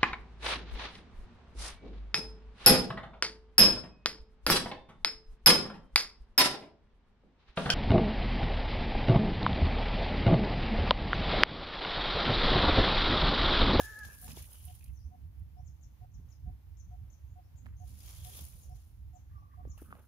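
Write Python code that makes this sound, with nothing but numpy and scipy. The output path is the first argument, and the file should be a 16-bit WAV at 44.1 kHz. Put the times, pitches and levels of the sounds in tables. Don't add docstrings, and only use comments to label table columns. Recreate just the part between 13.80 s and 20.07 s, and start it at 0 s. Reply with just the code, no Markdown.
import sys
import numpy as np
from scipy import signal
from scipy.fft import rfft, irfft, next_fast_len
from scipy.io import wavfile
from scipy.ndimage import uniform_filter1d

SR = 44100
rng = np.random.default_rng(int(sys.argv[2]) if len(sys.argv) > 2 else 0)


def waveform_to_disk(signal):
    frames = np.transpose(np.atleast_2d(signal))
    scaled = np.clip(frames, -1, 1) * 32767
    samples = np.round(scaled).astype(np.int16)
    wavfile.write(sys.argv[1], SR, samples)


def voltage_ratio(decibels):
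    exponent = np.asarray(decibels, float) / 20
    return 10 ** exponent


N = 276507
TIME = np.arange(N) / SR

# f/Hz, density/dB
LEAF_COLOUR = [(1500, -16.5), (2200, -8), (3200, -5.5), (4500, -7), (6300, -8), (9500, -4), (11000, -4.5),
               (13000, -8), (15700, -11.5)]


def curve(rows):
    s, *columns = np.transpose(rows)
    sounding = (TIME >= s[0]) & (TIME <= s[-1])
    return [np.interp(TIME, s, c) for c in columns], sounding


def unit(x):
    return x / np.sqrt(np.mean(x ** 2))


def colour(x, points, lead=0.):
    size = next_fast_len(x.shape[-1])
    hz, db = np.transpose(points)
    log_hz = np.log(np.fft.rfftfreq(size, 1 / SR) + 1)
    gain = voltage_ratio(np.interp(log_hz, np.log(hz), db, left=-90, right=-90))
    return irfft(rfft(x, size) * gain * np.exp(1j * lead), size)[..., :x.shape[-1]]


def band(x, lo_hz, hi_hz, order=2):
    return signal.sosfilt(signal.butter(order, [lo_hz, hi_hz], "bandpass", fs=SR, output="sos"), x)


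def walk(rate):
    k = int(SR / rate)
    held = np.repeat(rng.standard_normal(N // k + 1), k)
    return 1.19 * uniform_filter1d(uniform_filter1d(held, k), k)[:N]


def swells(rows, floor_db=-130):
    t = TIME[::32]
    power = voltage_ratio(2 * floor_db)
    for s, db, rise, fall in rows:
        below_peak = 10 * np.where(t < s, (s - t) / rise, (t - s) / fall)
        power = power + voltage_ratio(2 * (db - below_peak))
    return np.interp(TIME, t, 10 * np.log10(power))


def both_sides(rows):
    return [(*row, row[-1]) for row in rows]


def place(x, pan_db, lag=0):
    clock = TIME[:len(x)]
    late = np.interp(clock - np.round(lag) / SR, clock, x)
    return np.array([late * voltage_ratio(pan_db / 2), x * voltage_ratio(-pan_db / 2)])


def add(out, s, sound):
    i = int(s * SR)
    part = sound[..., max(-i, 0):N - i]
    out[..., max(i, 0):max(i, 0) + part.shape[-1]] += part


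def echoes(x, t60, wet_db, pan_db=0., gap=0.0039):
    t = TIME[:SR]
    tail = rng.standard_normal((2, SR)) * voltage_ratio(-60 * t / t60) * (t > gap)
    tail = tail / np.sqrt(np.sum(tail ** 2, axis=1, keepdims=True))
    side_db = np.array([[pan_db], [-pan_db]]) / 2
    return signal.fftconvolve(x[None], tail, axes=1)[:, :N] * voltage_ratio(wet_db + side_db)


def tone(hz, db, on):
    soft = uniform_filter1d(1. * on, size=300, mode="nearest")
    return np.sqrt(2) * np.sin(2 * np.pi * np.cumsum(hz) / SR) * voltage_ratio(db) * soft


def edges(x):
    return unit(band(x, 9170, 17800, order=5))


def wood():
    # f/Hz, density/dB
    hiss_colour = [(180, -31), (300, -0.5), (411, -12.5), (663, -11), (744, -11), (836, -9.5),
                   (1220, -14.5), (1590, -16.5), (2180, -17.5), (4740, -23.5), (6170, -24), (8310, -30.5),
                   (11800, -19.5), (14800, -21), (15600, -19.5)]
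    hiss = unit(colour(rng.standard_normal((2, N)), hiss_colour))
    return hiss * voltage_ratio(-74.7 + 0.58 * walk(2.03) + 0.94 * walk(19))


def rumble():
    # f/Hz, density/dB
    drone_colour = [(12, -64), (20, -36), (27, -20), (29, -26), (41, -14), (66, 0), (103, -9), (129, -14),
                    (165, -19.5), (242, -27), (301, -36), (412, -49), (520, -45.5), (680, -61.5),
                    (1140, -120)]
    # t/s, peak level/dB, slope either side/(s per 10
    # dB)
    surges = [(0.006, -49.8, 0.25), (0.262, -45.2, 0.034), (0.476, -47.3, 0.098), (0.61, -43.4, 0.055),
              (0.879, -44.2, 0.108), (1.097, -41.3, 0.065), (1.262, -43.1, 0.076), (1.458, -43.8, 0.061),
              (1.619, -42.8, 0.079), (1.834, -45.1, 0.147), (2.059, -47.0, 0.042), (2.222, -46.2, 0.032),
              (2.395, -45.8, 0.165), (2.68, -37, 0.055), (2.933, -49.1, 0.149), (3.099, -46.1, 0.106),
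              (3.234, -43.4, 0.071), (3.511, -47.1, 0.164), (3.747, -48.1, 0.045), (3.904, -44.8, 0.099),
              (4.077, -46.3, 0.225), (4.267, -45.6, 0.031), (4.433, -43.9, 0.097), (4.63, -45.4, 0.111),
              (4.756, -46.1, 0.026), (4.928, -44.7, 0.113), (5.241, -45.9, 0.136), (5.536, -47.4, 0.174),
              (5.872, -40.3, 0.096), (6.096, -50.3, 0.123)]
    # t/s, peak level/dB, slope either side/(s per 10 dB)
    gust_rows = [
        (.26, -55, .05),
        (.52, -51, .1),
        (1.35, -61, .4),
        (2.69, -54, .05),
        (3.87, -52, .05),
        (4.14, -56, .1),
        (4.6, -59, .2),
        (5.87, -53, .06),
        (6.12, -53, .06),
    ]
    swell_db = swells(both_sides(surges), floor_db=-62)
    gust_db = swells(both_sides(gust_rows), floor_db=-68)
    shared, own = rng.standard_normal(N), rng.standard_normal((2, N))
    body = unit(np.array([colour(shared, drone_colour, lead=.55), colour(shared, drone_colour)]))
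    body = unit(body / (uniform_filter1d(body[1] ** 2, size=2500) + 0.13) ** 0.27)
    local = .4 * unit(colour(own, drone_colour))
    machine = band(body + local, 30, 173)
    gusts = unit(band(body + 5.2 * local, 170, 580))
    return (machine * voltage_ratio(swell_db) + gusts * voltage_ratio(gust_db)) * voltage_ratio(np.array([[-2.2], [2.0]]))


def tonk_bird():
    # t/s, peak level/dB
    notes_struck = [(-.022, -54.5), (.421, -57.5), (.871, -57.5), (1.313, -58.5), (1.764, -57.5),
                    (2.211, -58.5), (2.66, -58), (3.111, -57.5), (3.557, -57.5), (4.0, -56.5), (4.449, -56),
                    (4.893, -58), (5.333, -58.5), (5.773, -57)]
    out = np.zeros(N)
    t = TIME[:int(.058 * SR)]
    swell = np.minimum(t / .009, 1) * (.3 + .7 * np.minimum(t / .036, 1))
    shape = swell * np.clip((t[-1] - t) / .016, 0, 1)
    for (s, db), jitter in zip(notes_struck, rng.standard_normal(len(notes_struck))):
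        hz = (722 + 200 * t) * (1 + .003 * jitter)
        puff = voltage_ratio(-14) * (t / t[-1]) * unit(band(rng.standard_normal(len(t)), 520, 870))
        add(out, s - .004, voltage_ratio(db + 2.8) * shape * (np.sin(2 * np.pi * np.cumsum(hz) / SR) + puff))
    swayed = np.interp(TIME + .0004 * walk(60), TIME, out)
    return place(out, 3.0, -16) + echoes(swayed, t60=.33, wet_db=-14, gap=.02)


def chip_bird():
    # t/s, length/s, start f/Hz, end f/Hz, peak level/dB
    glides = [(1.145, 0.047, 6570, 5450, -68.5), (1.178, 0.096, 4380, 6460, -72),
              (1.746, 0.084, 4680, 6260, -77), (1.857, .03, 7180, 5600, -63.5),
              (2.023, 0.023, 7230, 5430, -60.5), (2.33, 0.026, 7450, 5470, -64.5),
              (2.5, 0.029, 7130, 5370, -63), (2.983, 0.027, 7300, 5670, -60),
              (3.314, 0.028, 7370, 5660, -62.5), (3.465, 0.05, 6250, 6850, -82),
              (3.5, .05, 6750, 6900, -82), (3.615, .06, 4600, 6080, -78), (3.771, .025, 7320, 6070, -64),
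              (3.979, 0.041, 6730, 6090, -65), (4.818, 0.034, 7130, 5900, -61.5),
              (4.89, 0.097, 4710, 6650, -73), (5.346, 0.029, 7320, 6000, -64),
              (5.553, .07, 4770, 6330, -84), (5.892, .03, 7300, 5720, -60)]
    # f/Hz, level/dB
    port_colour = [(3500, -6), (5000, -4), (5700, -2), (6300, 0), (6900, -2), (7500, -5), (8300, -18)]
    out = np.zeros(N)
    wobble, flutter = 1 + .035 * walk(700), voltage_ratio(4 * walk(400))
    strokes = []
    for s, length, top_hz, end_hz, db in glides:
        if end_hz < top_hz:
            strokes.append((s - .014, .007, 5500, top_hz, db - 6.5))
            strokes.append((s - .009, .014, top_hz * .97, top_hz * .96, db - 9))
            strokes.append((s + length - .004, .012, end_hz, end_hz * .94, db - 16))
    for s, length, from_hz, to_hz, db in glides + strokes:
        share = np.linspace(0, 1, int(length * SR))
        at = slice(int(s * SR), int(s * SR) + len(share))
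        hoarse = .8 if length < .045 else .2
        hz = (from_hz + (to_hz - from_hz) * share) * wobble[at] ** hoarse
        shape = np.sin(np.pi * share ** 1.11) ** .5 * flutter[at]
        add(out, s, voltage_ratio(db) * shape * np.sin(2 * np.pi * np.cumsum(hz) / SR))
    out = colour(out, port_colour)
    swayed = np.interp(TIME + .0015 * (wobble - 1), TIME, out)
    near = echoes(swayed, t60=0.2, wet_db=-4.5, pan_db=10.5, gap=0.00091)
    far = echoes(colour(swayed, port_colour), t60=0.5, wet_db=-8, pan_db=15.0, gap=0.0024)
    return place(out, 19.2) * voltage_ratio(-10) + near + far


def far_monkey():
    # t/s, peak level/dB, rise/(s per 10 dB), fall/(s per 10 dB)
    pushes = [
        (5.57, -70, .035, .05),
        (5.635, -71, .04, .04),
        (5.7, -77, .02, .02),
        (5.74, -72, .03, .03),
        (5.8, -78, .03, .04),
        (5.87, -77, .03, .03),
        (5.945, -78, .05, .03),
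    ]
    start, end = 5.51, 6.0
    arch = np.sin(np.pi * np.clip((TIME - start) / (end - start), 0, 1))
    flutter, throb_db = .045 * walk(250) + .012 * walk(35), 4 * walk(60)
    hz = (1128 + 40 * arch) * (1 + flutter)
    voice = tone(hz, swells(pushes) + 7 + throb_db, (TIME > start) & (TIME < end))
    return place(voice, -1.6, 15.3) + echoes(voice, t60=0.9, wet_db=-10.5)


def scrapes():
    # t/s, length/s, f/Hz,
    # width/Hz, level/dB
    rubs = [(.29, 0.076, 2600, 500, -70.5), (0.495, 0.033, 2750, 700, -63.5), (0.703, 0.13, 2980, 450, -72),
            (.82, 0.14, 2980, 500, -75), (1.005, 0.11, 2450, 700, -80), (4.241, .4, 3290, 300, -70.5),
            (4.441, 0.047, 3465, 500, -68), (4.518, 0.11, 3350, 500, -67.5), (5.49, .08, 1750, 400, -82),
            (3.87, .09, 1700, 1600, -78), (6.09, .13, 2600, 1200, -80), (.26, .11, 900, 1100, -70),
            (.66, .13, 800, 1200, -74), (6.08, .16, 480, 400, -72), (4.47, .12, 450, 400, -74),
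            (4.72, .3, 480, 400, -78), (.36, .25, 150, 80, -60), (2.33, .15, 160, 80, -65),
            (.33, .2, 1680, 250, -76), (5.55, .12, 750, 200, -82), (5.69, .1, 1850, 400, -82),
            (5.79, .1, 1700, 1000, -84), (5.972, 0.07, 1500, 1300, -74.5), (6.044, .085, 1350, 400, -72),
            (6.135, .125, 1300, 700, -74), (.06, .2, 480, 500, -71), (.46, .07, 750, 900, -66),
            (5.98, .09, 2800, 700, -81), (6.135, .08, 750, 900, -72), (.575, .085, 2800, 1600, -67)]
    bend_hz_per_s = 600
    out = np.zeros(N)
    for s, length, hz, width_hz, db in rubs:
        share = np.linspace(0, 1, int(length * SR))
        low_pass = signal.butter(2, width_hz / 2, fs=SR, output="sos")
        grip = signal.sosfilt(low_pass, rng.standard_normal((2, len(share))))
        gliding_hz = hz + bend_hz_per_s * length * (share - .5)
        turn = np.exp(2j * np.pi * np.cumsum(gliding_hz) / SR)
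        friction = unit(grip[0] * turn.real + grip[1] * turn.imag)
        add(out, s, voltage_ratio(db) * np.sin(np.pi * share) ** 0.4 * friction)
    out = out * voltage_ratio(2.7 * walk(200))
    return place(out, -2.5, 3.13) + echoes(out, t60=0.23, wet_db=-10.5, gap=0.0017)


def crackle(rate, spread_db, tail):
    hits = (rng.random(N) < rate / SR) * voltage_ratio(spread_db * rng.exponential(size=N))
    puff = signal.lfilter([1], [1, -np.exp(-1 / (tail * SR))], hits ** 2)
    return unit(rng.standard_normal((2, N)) * np.sqrt(puff))


def leaves():
    # t/s, peak level/dB, rise/(s per 10 dB), fall/(s per 10 dB), share of large leaves/dB
    brushes = [(0.013, -47.5, 0.037, 0.05, -7.2), (0.043, -58.5, 0.008, 0.248, -3.7),
               (0.25, -59.1, 0.017, 0.039, -1.8), (0.345, -55.8, 0.054, 0.036, -11),
               (0.428, -52.1, 0.064, 0.132, -14), (0.507, -57.2, 0.045, 0.033, -2.1),
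               (0.57, -48.9, 0.014, 0.051, -6.3), (0.624, -59.0, 0.018, 0.257, -15.7),
               (0.721, -56.5, 0.032, 0.091, -11.1), (0.85, -59.7, 0.078, 0.123, -10.2),
               (0.963, -63.1, 0.125, 0.064, -10.2), (1.076, -71.0, 0.075, 0.028, -11.0),
               (4.081, -63.8, 0.037, 0.383, -7.5), (4.288, -56.1, 0.094, 0.261, -5.3),
               (4.458, -59.2, 0.021, 0.027, -4.7), (4.502, -54.2, 0.075, 0.02, -10.3),
               (4.578, -50.1, 0.1, 0.101, -8.3), (4.746, -62.9, 0.032, 0.123, -13.8),
               (4.848, -67.6, 0.15, 0.049, -6.5), (4.964, -72.3, 0.025, 0.141, -3.5),
               (5.072, -72.2, 0.061, 0.078, -16), (5.976, -66.7, 0.003, 0.056, -7.1),
               (6.017, -65.3, 0.027, 0.095, -21.0), (6.05, -73.8, 0.1, 0.625, -10.6)]
    small, large = (colour(crackle(rate=1300, spread_db=2.5, tail=.0025), LEAF_COLOUR) for _ in range(2))
    whole = unit(band(small + large, 3940, 7460, order=4))
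    sprays = unit(band(large, 1330, 4980))
    stems = unit(band(crackle(rate=270, spread_db=0.0, tail=0.01), 280, 1260))
    fine_db = swells([row[:4] for row in brushes])
    coarse_db = swells([(s, db + share_db, rise, fall) for s, db, rise, fall, share_db in brushes])
    coarse = whole * voltage_ratio(1.4 + np.array([[2.0], [-2.0]]))
    coarse = coarse + sprays * voltage_ratio(-2.2 + np.array([[-1.6], [1.6]])) + stems * voltage_ratio(-6)
    return edges(small) * voltage_ratio(fine_db) + coarse * voltage_ratio(coarse_db)


def ticks():
    # t/s, peak level/dB, f/Hz, left minus right/dB
    flicks = [(.013, -52, 3400, 0), (.032, -54, 3500, 0), (.427, -58, 1300, 2), (.441, -58, 1600, 0),
              (.445, -56, 4300, 0), (.481, -54, 2500, -5), (.502, -56, 3000, -5), (.507, -54, 2460, -5),
              (.512, -54, 3000, -5), (.517, -48, 5170, -4), (.520, -55, 3000, -4), (.542, -54, 5300, -1),
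              (.545, -58, 950, -1), (.568, -50, 3400, -3), (.579, -54, 3700, -3), (.583, -54, 2300, -3),
              (.656, -60, 2900, -4), (.720, -60, 3000, -4), (.732, -59, 5200, -4), (.756, -59, 2940, -4),
              (.803, -62, 3080, -5), (.811, -63, 3100, -5), (.880, -59, 2900, -7), (.886, -59, 2950, -7),
              (.899, -62, 3000, -7), (.908, -62, 3150, -7), (.928, -64, 2800, -7), (.954, -64, 3200, -7),
              (1.009, -61, 2500, -9), (1.025, -64, 2600, -9), (1.031, -64, 2400, -9),
              (1.060, -62, 2480, -8), (1.079, -65, 2900, -8), (1.092, -66, 2700, -8),
              (1.100, -67, 2100, -8), (4.205, -55, 4980, 8), (.33, -56, 5900, 8), (.338, -57, 5900, 8),
              (.445, -52, 6600, 2), (.258, -54, 6200, 8), (4.276, -57, 3150, 5), (4.448, -53, 5900, 2),
              (4.451, -53, 3600, 2), (4.533, -52, 3280, 2), (4.548, -52, 3500, 2), (4.590, -53, 4700, 2),
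              (4.732, -62, 2470, 0), (5.977, -58, 2800, 0), (5.984, -59, 1300, 1), (5.990, -60, 1700, 1),
              (5.999, -60, 1400, 1), (6.024, -61, 1250, 0), (6.061, -63, 1310, 0), (6.241, -65, 1350, 3)]
    out = np.zeros((2, N))
    t = TIME[:900]
    shape = np.minimum(t / .0006, 1) * np.exp(-t / .0022)
    for (s, db, hz, pan_db), grit in zip(flicks, rng.standard_normal((len(flicks), len(t)))):
        ring = np.sin(2 * np.pi * hz * t) + .4 * unit(band(grit, hz * .7, hz * 1.5))
        add(out, s, place(voltage_ratio(db + 2.5) * ring * shape, pan_db, 3))
    return out + echoes(out.mean(axis=0), t60=.12, wet_db=-7, gap=.0015)


def twigs():
    # t/s, peak level/dB, coarse part relative/dB, left minus right/dB
    snaps = [(0.0144, -56.5, -24, 11), (0.187, -52, -17, 19), (0.251, -46, -2, 14), (0.4145, -39, -57, 8),
             (0.4425, -35, -30, 4), (0.4804, -50, 1, -13), (0.5165, -43, -1, -10), (0.5726, -58, -13, -17),
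             (0.6567, -46.5, -17, -15), (0.73, -41, -70, -11), (0.8525, -42, -43, -20),
             (0.9507, -45.5, -25, -9), (1.009, -56.5, -5, -3.5), (1.061, -53, -19, -4.5),
             (1.5963, -59.5, -12, -2), (3.8606, -64, 2, 2), (3.8655, -62, -2, 2), (4.2045, -50, -5, 15),
             (4.448, -38, -8, 10), (4.5715, -41.5, -32, 3), (4.6394, -39, -32, 5), (4.6844, -43, -30, -7),
             (4.7341, -49, -13, -2.5), (4.96, -60, -2, 0.0), (5.9782, -48, -14, 2), (6.0162, -53, -22, 16)]
    out = np.zeros((2, N))
    t = TIME[:2600]
    shape = np.exp(-t / .002) + .4 * np.exp(-t / .014)
    for s, db, coarse_db, pan_db in snaps:
        burst = colour(rng.standard_normal((2, len(t))), LEAF_COLOUR)
        mix = edges(burst) + voltage_ratio(coarse_db) * unit(band(burst, 1500, 8100, order=4))
        side_db = np.array([[pan_db], [-pan_db]]) / 2
        add(out, s, voltage_ratio(db - 11.0 + side_db) * mix * shape)
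    return out


def thuds(hits, lag):
    out = np.zeros((2, N))
    t = TIME[:3000]
    for s, db, hz, cycles, pan_db in hits:
        grit = unit(band(rng.standard_normal(len(t)), hz * .5, hz * 1.9, order=4))
        ring = np.sin(2 * np.pi * hz * t) + 0.29 * grit
        contact = np.sin(np.pi / 2 * np.minimum(1.3 * hz * t, 1)) ** 2
        add(out, s, place(voltage_ratio(db + 5.0) * contact * ring * np.exp(-2.2 * t * hz / cycles), pan_db, lag))
    return out + echoes(out.mean(axis=0), t60=.18, wet_db=-13, gap=0.0063)


def fingers():
    # t/s, peak level/dB, f/Hz, ring/cycles, left minus right/dB
    knocks = [(2.396, -51, 190, 2.1, 2), (2.671, -48.5, 151, 2.4, -13), (3.859, -55.5, 710, 2.5, -15),
              (3.859, -54.5, 2300, 3, -8), (3.865, -52, 1750, 6, -7.5), (3.866, -56, 1050, 4.3, -9),
              (4.611, -45, 139, 2.3, -13), (5.852, -42, 467, 1.74, 9), (5.851, -57, 1800, 2, 5),
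              (5.872, -46, 296, 1.9, 7), (5.977, -47.5, 700, 1.04, 4), (6.018, -39, 304, 2, 2),
              (6.106, -55, 1340, 11, 0), (6.113, -56, 1400, 6, 0), (6.126, -36.5, 1235, 3.9, -1),
              (6.126, -42.5, 460, 1.6, 2), (6.153, -48, 636, 1.7, 5), (6.152, -51, 2050, 3, 0),
              (6.126, -58, 2500, 3, 0), (6.116, -62, 3100, 4, 0), (6.153, -56, 1200, 3, 0),
              (6.198, -52, 700, 1.4, 5)]
    return thuds(knocks, lag=9)


def feet():
    # t/s, peak level/dB, f/Hz, ring/cycles
    landings = [
        (0.046, -48, 337, 1.45),
        (.250, -46, 800, 1.5),
        (0.289, -52, 450, 1.5),
        (0.479, -51, 850, 4.0),
        (0.571, -45.5, 360, 2.7),
        (.572, -48, 800, 3),
        (0.707, -58, 1300, 1.6),
        (4.59, -49, 590, 2),
    ]
    return thuds([(*row, -1.5) for row in landings], lag=-4)


def monkey():
    # t/s, pitch f/Hz, level/dB, mouth opening as lift of the fourth harmonic/dB
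    folds = [
        (.02, 428, -82, 20),
        (.04, 434, -67.5, 13.5),
        (.09, 432, -65.5, 17),
        (.17, 425, -70, 15),
        (.19, 435, -64, 4),
        (.212, 428, -66, 19),
        (.235, 412, -70, 15),
        (.25, 402, -74, 19),
        (.265, 402, -97, 20),
    ]
    # multiple of the pitch, level/dB
    harmonics = [
        (2, -5.5),
        (3, 1.5),
        (5, -13),
    ]
    # t/s, peak level/dB, rise/(s per 10 dB), fall/(s per 10 dB)
    pushes = [
        (0, -37.5, .01, .012),
        (.04, -56, .02, .1),
        (.165, -51, .03, .025),
        (.236, -44.5, .022, .02),
    ]
    (pitch, db, throat_db), on = curve(folds)
    pitch = pitch * (1 + .005 * walk(90) + .005 * walk(300))
    coo = sum(tone(k * pitch, db + rel_db + 2 * walk(45), on) for k, rel_db in harmonics)
    coo = coo + tone(4 * pitch, db + throat_db + 1.5 * walk(117.5), on)
    breath = unit(band(rng.standard_normal(N), 1530, 1800)) * voltage_ratio(db + 2.5) * on
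    breath = breath + unit(band(rng.standard_normal(N), 1250, 2350)) * voltage_ratio(db - 5 + 3 * walk(60)) * on
    squeal_hz = (1678 - 40 * TIME) * (1 + .004 * walk(70) + .008 * walk(300))
    squeal = tone(squeal_hz, swells(pushes) + 0.88 * walk(87), TIME < .29)
    voice = coo + breath + squeal
    swayed = np.interp(TIME + .00012 * walk(150), TIME, voice)
    return place(voice, 1.0, -0.7) + echoes(swayed, t60=0.65, wet_db=-6.5)


def scene():
    background = wood() + rumble() + tonk_bird() + chip_bird() + far_monkey()
    scramble = scrapes() + leaves() + ticks() + twigs() + feet()
    return background + scramble + fingers() + monkey()


def top_cut(x):
    return signal.sosfilt(signal.butter(12, 15790, fs=SR, output="sos"), x)


def record(dry):
    mix = signal.sosfilt(signal.ellip(8, .2, 60, 15750, fs=SR, output="sos"), dry)
    return top_cut(mix)


dry = scene()
out = record(dry)
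waveform_to_disk(out)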